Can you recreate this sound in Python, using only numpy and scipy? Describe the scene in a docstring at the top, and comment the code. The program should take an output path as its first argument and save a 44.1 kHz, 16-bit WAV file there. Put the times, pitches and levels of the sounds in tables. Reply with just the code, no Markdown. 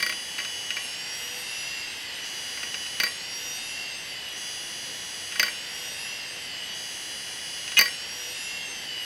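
"""On a desk in a small room lies an opened hard drive, heard from close by.
Four times its spindle speeds up, coasts back and is caught again by the motor.
Ball bearing and motor sing thin tones that swell as they cross the resonances of the metal case,
over a roar of bearing and platter wind. The head arm swings into its stop and bounces."""
import sys
import numpy as np
from scipy import signal
from scipy.fft import rfft, irfft
from scipy.io import wavfile
from scipy.ndimage import uniform_filter1d

SR = 44100
rng = np.random.default_rng(int(sys.argv[2]) if len(sys.argv) > 2 else 0)


def log_audio(samples):
    """Write samples as a 16-bit WAV file to the path given in sys.argv[1]."""
    # one column per channel
    frames = np.atleast_2d(samples).T
    # limit to full scale, then quantise
    limited = np.clip(frames, -1, 1)
    pcm = np.round(limited * 32767).astype(np.int16)
    wavfile.write(sys.argv[1], SR, pcm)


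N = 399099
STEP = 100  # samples between the values of a slow curve
SHAFT_PER_BALL = .10983  # shaft turns for each ball that rolls past


def undb(db):
    """Turn decibels into a gain."""
    return 10 ** (np.asarray(db) / 20)


def wander(rate_hz):
    """A slow curve that drifts at random, with a spread of 1."""
    width = max(int(SR / STEP / rate_hz), 2)
    drift = uniform_filter1d(uniform_filter1d(rng.standard_normal(N // STEP + 2), width), width)
    return drift / drift.std()


def filtered(x, gain):
    """Make each frequency f louder or softer by gain(f)."""
    return irfft(rfft(x) * gain(np.fft.rfftfreq(N, 1 / SR)), N)


def desk_echo(x, t60_s=0.15, wet_db=-14):
    """Desk and room add a short tail that fades by 60 dB in t60_s."""
    t = np.arange(SR // 3) / SR
    tail = rng.standard_normal(len(t)) * np.exp(-np.log(1000) * t / t60_s) * np.minimum(t / 0.033, 1)
    return x + undb(wet_db) * signal.fftconvolve(x, tail / np.sqrt(np.sum(tail ** 2)))[:N]


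# Spindle cycles: speeds up t/s, switched off t/s, caught t/s, time constant of the climb t/s
SPIN_CYCLES = [(.76, 1.818, 2.244, .796), (3.023, 3.843, 4.363, 1.029), (5.444, 6.18, 6.742, 1.027),
               (7.823, 8.585, 9.105, .927)]
def ball_rate():
    """Balls rolling past per second: the rate climbs, coasts evenly down, is caught and settles."""
    hold_hz, peak_hz, caught_hz = 487.47, 537.16, 485.26
    settle_s, inertia_s = .113, .051
    t = np.arange(N) / SR
    hz = 488.47 - 4.38 * t  # sags a little before the first climb
    for climb, coast, caught, lag_s in SPIN_CYCLES:
        start_hz = hz[int(climb * SR)]
        climbed = np.expm1((climb - t) / lag_s) / np.expm1((climb - coast) / lag_s)
        hz = np.where(t > climb, start_hz + (peak_hz - start_hz) * climbed, hz)
        hz = np.where(t > coast, peak_hz - (peak_hz - caught_hz) * (t - coast) / (caught - coast), hz)
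        hz = np.where(t > caught, hold_hz - (hold_hz - caught_hz) * np.exp((caught - t) / settle_s), hz)
    width = int(inertia_s * SR)
    return uniform_filter1d(uniform_filter1d(hz, width, mode="nearest"), width, mode="nearest")


def spindle_state():
    """Three slow curves from 0 to 1: holding speed, speeding up, coasting."""
    t = np.arange(N // STEP + 2) * STEP / SR
    rising = sum((t > climb) * (t <= coast) * 1. for climb, coast, _, _ in SPIN_CYCLES)
    coasting = sum((t > coast) * (t <= caught) * 1. for _, coast, caught, _ in SPIN_CYCLES)
    rising, coasting = uniform_filter1d([rising, coasting], size=6)
    return np.array([1 - rising - coasting, rising, coasting])


# Pitches at which the cast metal case rings: f/Hz, width/Hz, level/dB
CASE_RESONANCES = [(494.5, 8.4, 14.5), (2759, 58, 20), (2916, 149, 18.5), (3246, 450, 7.5),
                   (3693, 107, 7.5), (3860, 180, 4.5), (4266, 170, 7), (4610, 59, 19), (4810, 60, 18),
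                   (4980, 280, 12.5), (5360, 510, 9), (5696, 345, 14.5), (6325, 226, 12.5),
                   (7647, 580, 9.5), (8385, 163, 14.5), (8916, 200, 7.5), (9330, 250, 3), (9760, 200, 11.5),
                   (10480, 180, 9.5), (11290, 280, 17.5), (11750, 81, 11), (11600, 55, 7), (12600, 183, 5),
                   (13089, 77, 5), (13280, 125, -1)]
def case_gain(f):
    """The case boosts sound near its resonances, above a flat floor of -2 dB."""
    peaks = sum(undb(db) ** 2 / (1 + (2 * (f - hz) / width) ** 2) ** 2
                for hz, width, db in CASE_RESONANCES)
    return np.sqrt(undb(-2) ** 2 + peaks)


# Tone colour of the roar, with the room's rumble beneath: f/Hz, relative level/dB
ROAR_COLOUR = [(15, -48), (25, -16), (120, -7), (659, -8), (734, -5.5), (1290, -10.5), (1940, 0.5),
               (2410, -7.5), (2840, -3.5), (3620, -14), (4740, -9), (5430, -14.5), (10400, -26.5),
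               (11600, -22), (16000, -26.5)]
# How loud the roar is over time: t/s, level/dB between 1500 and 2400 Hz
ROAR_LOUDNESS = [(0.0, -49), (0.15, -45.5), (0.73, -45), (1.39, -43.5), (5.22, -46), (5.44, -44),
                 (7.08, -46), (9.05, -45)]
def roar(ball_passes):
    """Bearing and platter wind shake the case: noise, plus a rough pattern that repeats every turn."""
    pattern = rng.standard_normal(1024)
    repeating = np.interp(SHAFT_PER_BALL * ball_passes % 1, np.arange(1024) / 1023, pattern)
    repeating = filtered(repeating, lambda f: 1 / (1 + (1700 / (f + 1)) ** 6))  # fine grain, no bass
    throb = 1 + 0.28 * np.sin(2 * np.pi * ball_passes)
    rough = rng.standard_normal(N) * throb + 0.87 * repeating
    hz, db = np.transpose(ROAR_COLOUR)

    def colour(f):
        shape = undb(np.interp(np.log(f + 1), np.log(hz), db))
        softer_top = 0.49 + 0.49 / (1 + (f / 12100) ** 30)
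        return shape * case_gain(f) ** 0.27 * softer_top

    noise = filtered(rough, colour)
    middle = filtered(noise, lambda f: (f > 1500) * (f < 2400))
    rumble = filtered(noise, lambda f: 1 / (1 + (f / 900) ** 4))  # this part stays steady
    level = undb(np.interp(np.arange(N) / SR, *np.transpose(ROAR_LOUDNESS)))
    return ((noise - rumble) * level + rumble * level.mean()) / middle.std()


# A high band of hiss: f/Hz, width/Hz, level/dB, extra when it flares/dB, reach of the flare/Hz
HISS_BAND = (11290, 500, -65.5, 7.5, 90)
def hiss(ball_hz):
    """Bearing noise feeds a high resonance, which flares when a multiple of the ball rate crosses it."""
    hz, width_hz, db, flare_db, reach_hz = HISS_BAND
    miss_hz = hz - np.round(hz / ball_hz) * ball_hz
    band = filtered(rng.standard_normal(N), lambda f: 1 / (1 + (2 * (f - hz) / width_hz) ** 4))
    return undb(db + flare_db * np.exp(-(miss_hz / reach_hz) ** 2)) * band / band.std()


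def tone(cycles, level, flutter_db=1.2):
    """One thin tone that follows the spindle; its loudness flutters and slowly swells."""
    flutter = undb(flutter_db * (wander(rate_hz=27) + 1.52 * wander(rate_hz=3.3)))
    loudness = np.interp(np.arange(N), np.arange(len(flutter)) * STEP, level * flutter)
    return np.sqrt(2) * loudness * np.sin(2 * np.pi * (cycles + rng.random()))


# Three tones around 1, 2, 3... times the ball rate, before the case boosts them:
# lower level/dB, middle level/dB, upper level/dB, change speeding up/dB, change coasting/dB
BEARING_TONES = [(-113, -90, -64, 1, 0.5), (-113, -94, -77, 11, -7), (-67, -71, -73, 7, 0),
                 (-78, -54.5, -72, 2, 3.5), (-58, -83, -61, 7, 5), (-60.5, -68, -61, 0, 1.5),
                 (-65, -57.5, -66, 2, -2.5), (-64, -64.5, -74, 3, 2), (-64, -58, -59.5, -5.5, -5.5),
                 (-88, -71, -71, 4, 2.5), (-92, -65, -76.5, 7.5, -3.5), (-75, -61, -80, -3.5, 1),
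                 (-79, -65.5, -76, 3, -1.5), (-72, -63, -72, -3, -1), (-79, -63, -69, -0.5, -3),
                 (-70.5, -61, -95, -3.5, -3), (-88, -74.5, -90, 7, 4.5), (-90, -62.5, -78, -3.5, -1.5),
                 (-76, -69.5, -73, 3, 1.5), (-81, -67.5, -81, -1, -3), (-85, -78, -88, 1, 1),
                 (-82, -75, -77, -14, -8), (-87, -78.5, -83, -2, 4.5), (-77, -82, -80.5, 6, -5)]
def bearing(ball_passes, state):
    """Rolling balls sing overtones, each with a neighbour about one shaft rate below and above."""
    shaft_turns, out = SHAFT_PER_BALL * ball_passes, np.zeros(N)
    for k, (lower_db, middle_db, upper_db, rise_db, coast_db) in enumerate(BEARING_TONES, start=1):
        load = undb([0, rise_db, coast_db]) @ state
        for side, db in ((-1, lower_db), (0, middle_db), (0.98, upper_db)):
            out += tone(k * ball_passes + side * shaft_turns, undb(db) * load)
    return out


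# Pitches of more spindle tones: multiple of the ball rate
SPINDLE_PITCHES = [0.949, 5.199, 5.309, 5.607, 6.38, 6.766, 7.44, 8.499, 8.786, 9.449, 9.559, 9.669, 9.8907,
                   10.619, 12.749, 13.809, 21.966]
# Their strength before the case: holding level/dB, speeding up level/dB, coasting level/dB
SPINDLE_LEVELS = [(-90, -68, -74), (-80, -63, -62.5), (-85, -68.5, -66.5), (-95, -65.5, -82),
                  (-61.5, -59.5, -62.5), (-62, -95, -58.5), (-76, -68.5, -61), (-59, -62, -60),
                  (-73, -65.5, -81), (-77, -64.5, -69), (-87, -70, -66), (-70, -67, -68), (-75.5, -90, -88),
                  (-70, -69, -74), (-72, -67, -67), (-75, -73, -83), (-75, -82, -90)]
def spindle(ball_passes, state):
    """The spindle also sings at pitches that are not whole multiples of the ball rate."""
    return sum(tone(k * ball_passes, undb(db) @ state, flutter_db=1.5)
               for k, db in zip(SPINDLE_PITCHES, SPINDLE_LEVELS))


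# Pitches of the motor: multiple of the shaft rate
MOTOR_PITCHES = [60, 90, 120, 140, 150, 160, 180, 195, 210, 235, 240, 245, 270]
# Their strength before the case: holding level/dB, speeding up level/dB
MOTOR_LEVELS = [(-64.5, -68.5), (-63, -73), (-55.5, -52.5), (-67, -65.5), (-81, -92), (-77, -75),
                (-53.5, -57), (-79, -73.5), (-83, -77), (-70, -90), (-63, -69), (-71, -90), (-76, -90)]
def motor(shaft_turns, state):
    """The motor sings while it drives the spindle and is silent while it coasts."""
    return sum(tone(k * shaft_turns, undb(db) @ state[:2], flutter_db=.6)
               for k, db in zip(MOTOR_PITCHES, MOTOR_LEVELS))


# Two very high tones: multiple of the shaft rate, level/dB
CHIRP_TONES = [(219.6, -52.5), (229.6, -62)]
def chirp(shaft_turns, ball_hz, rising):
    """A pair of tones sings only within a narrow range of speeds on the way up."""
    from_hz, to_hz = 507, 526
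    hz = np.interp(np.arange(len(rising)) * STEP, np.arange(N), ball_hz)
    swell = np.clip((hz - from_hz) / 12, 0, 1) * np.clip(to_hz - hz, 0, 1) * rising
    return sum(tone(k * shaft_turns, undb(db) * swell) for k, db in CHIRP_TONES)


def whine(ball_hz, ball_passes):
    """Bearing, spindle and motor sound through the case, with the chirp on top."""
    state, shaft_turns = spindle_state(), SHAFT_PER_BALL * ball_passes
    tones = bearing(ball_passes, state) + spindle(ball_passes, state) + motor(shaft_turns, state)
    return filtered(tones, case_gain) + chirp(shaft_turns, ball_hz, rising=state[1])


def ring(modes, t, bright_db_per_octave=0, rise_s=0.0003):
    """A struck part rings with fading tones whose strength and pitch vary a little by chance."""
    hz, db, t60 = np.transpose(modes)[:, :, None]
    level_luck, pitch_luck = rng.standard_normal((len(modes), 2)).T[:, :, None]
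    gain = undb(db + bright_db_per_octave * np.log2(np.maximum(hz, 1900) / 2500) + 2.0 * level_luck)
    fade = np.exp(-np.log(1000) * t / t60)
    waves = gain * fade * np.sin(2 * np.pi * hz * (1 + 0.0023 * pitch_luck) * t)
    return (1 - np.exp(-t / rise_s)) * waves.sum(axis=0) / np.sqrt(np.sum(undb(db) ** 2))


# How the frame and the desk under it ring: f/Hz, relative level/dB, time to fade by 60 dB t/s
FRAME_RING = [(211, -20.5, 0.092), (341, -18.5, 0.061), (499, -23, 0.21), (603, -18, 0.092),
              (1112, -16, 0.18), (1494, 3.5, 0.028), (1644, -3, 0.057), (1915, -1, 0.13), (2068, 3, 0.047),
              (2330, 3.5, 0.053), (3020, -12.5, 0.14), (3980, -7, 0.05), (4604, 3.5, 0.083),
              (4700, -2.5, 0.15), (4976, 1, 0.045), (5980, 1, 0.016), (8410, -14, 0.032),
              (11800, -15.5, 0.053)]
# How the arm rings: f/Hz, relative level/dB, time to fade by 60 dB t/s
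ARM_RING = [(2150, -13.5, 0.032), (2576, -5, 0.038), (2812, 2, 0.019), (3770, -3.5, 0.0078),
            (5120, -15, 0.044), (6240, -10, 0.045), (6860, -46, 0.018), (8310, -16, 0.022)]
# Blows on the stop: t/s, frame level/dB, arm level/dB
ARM_BLOWS = [(0.0014, -18, -32), (0.0259, -11, -17.5), (0.0633, -14.5, -22), (0.0948, -15, -22),
             (0.124, -21.5, -20), (0.3827, -33, -19), (0.3857, -18.5, -23), (0.4008, -25, -22),
             (0.4484, -25.5, -18.5), (0.705, -22.5, -17.5), (0.767, -18.5, -24), (2.573, -26, -25),
             (2.6309, -22.5, -20.5), (2.7428, -25, -17.5), (2.8634, -37, -21), (3.0001, -10.5, -12.5),
             (3.0342, -8.5, -20), (3.065, -19, -34), (5.3224, -29, -21.5), (5.3564, -22, -26),
             (5.3961, -8, -6), (5.4295, -8.5, -14), (5.462, -18, -26), (5.4805, -19.5, -33),
             (7.6782, -33, -18.5), (7.7184, -26.5, -20), (7.7899, -4.5, -12), (7.8106, -5, -14),
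             (7.8562, -16, -37), (7.8785, -23, -36)]
# Quick ticks leading into the last big blows: start t/s, end t/s, tick rate f/Hz
ARM_CHATTER = (7.7675, 7.7915, 416)
def head_arm():
    """The arm hits its stop: a crack, a rattle, and arm and frame ring. Once it also chatters."""
    out, t = np.zeros(N + SR), np.arange(SR // 4) / SR
    treble = signal.butter(2, [11500, 16000], "band", fs=SR, output="sos")
    middle = signal.butter(1, [1300, 3500], "band", fs=SR, output="sos")
    for s, frame_db, arm_db in ARM_BLOWS:
        # a harder blow cracks more and rings brighter
        crack_db, brightness = 0.5 + 1.95 * frame_db, 3.5 + 0.43 * frame_db
        crack_fade = np.exp(-t / 0.00088) + 0.16 * np.exp(-t / 0.0083)
        crack = signal.sosfilt(treble, rng.standard_normal(len(t)) * crack_fade)
        crack /= np.abs(crack).max()
        rattle = 0.39 * signal.sosfilt(middle, rng.standard_normal(len(t)) * np.exp(-t / 0.0074))
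        frame = ring(FRAME_RING, t, brightness, rise_s=0.0016) + rattle
        blow = undb(frame_db) * frame + undb(arm_db) * ring(ARM_RING, t) + undb(crack_db) * crack
        at = int(s * SR)
        out[at:at + len(t)] += blow
    start, end, rate_hz = ARM_CHATTER
    for s in np.arange(start, end, 1 / rate_hz):
        scrape = .5 * rng.standard_normal(len(t)) * np.exp(-t / 0.0013)
        tick = ring(ARM_RING, t, bright_db_per_octave=-8) + signal.sosfilt(middle, scrape)
        fade_in = min((s - start) / 0.0029 + 0.24, 1)
        at = int(s * SR)
        out[at:at + len(t)] += undb(-7) * fade_in * tick
    return out[:N]


def scene():
    """Whine, hiss and roar follow one spindle speed while the arm knocks; one channel."""
    ball_hz = ball_rate()
    ball_passes = np.cumsum(ball_hz) / SR
    singing = desk_echo(whine(ball_hz, ball_passes), t60_s=0.035, wet_db=-10)
    return (singing + hiss(ball_hz) + roar(ball_passes) + desk_echo(head_arm()))[None]


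def record(dry):
    """A small camera microphone cuts the treble above 15700 Hz."""
    return signal.sosfilt(signal.ellip(8, .2, 60, 15700, fs=SR, output="sos"), dry)


dry = scene()
out = record(dry)
log_audio(out)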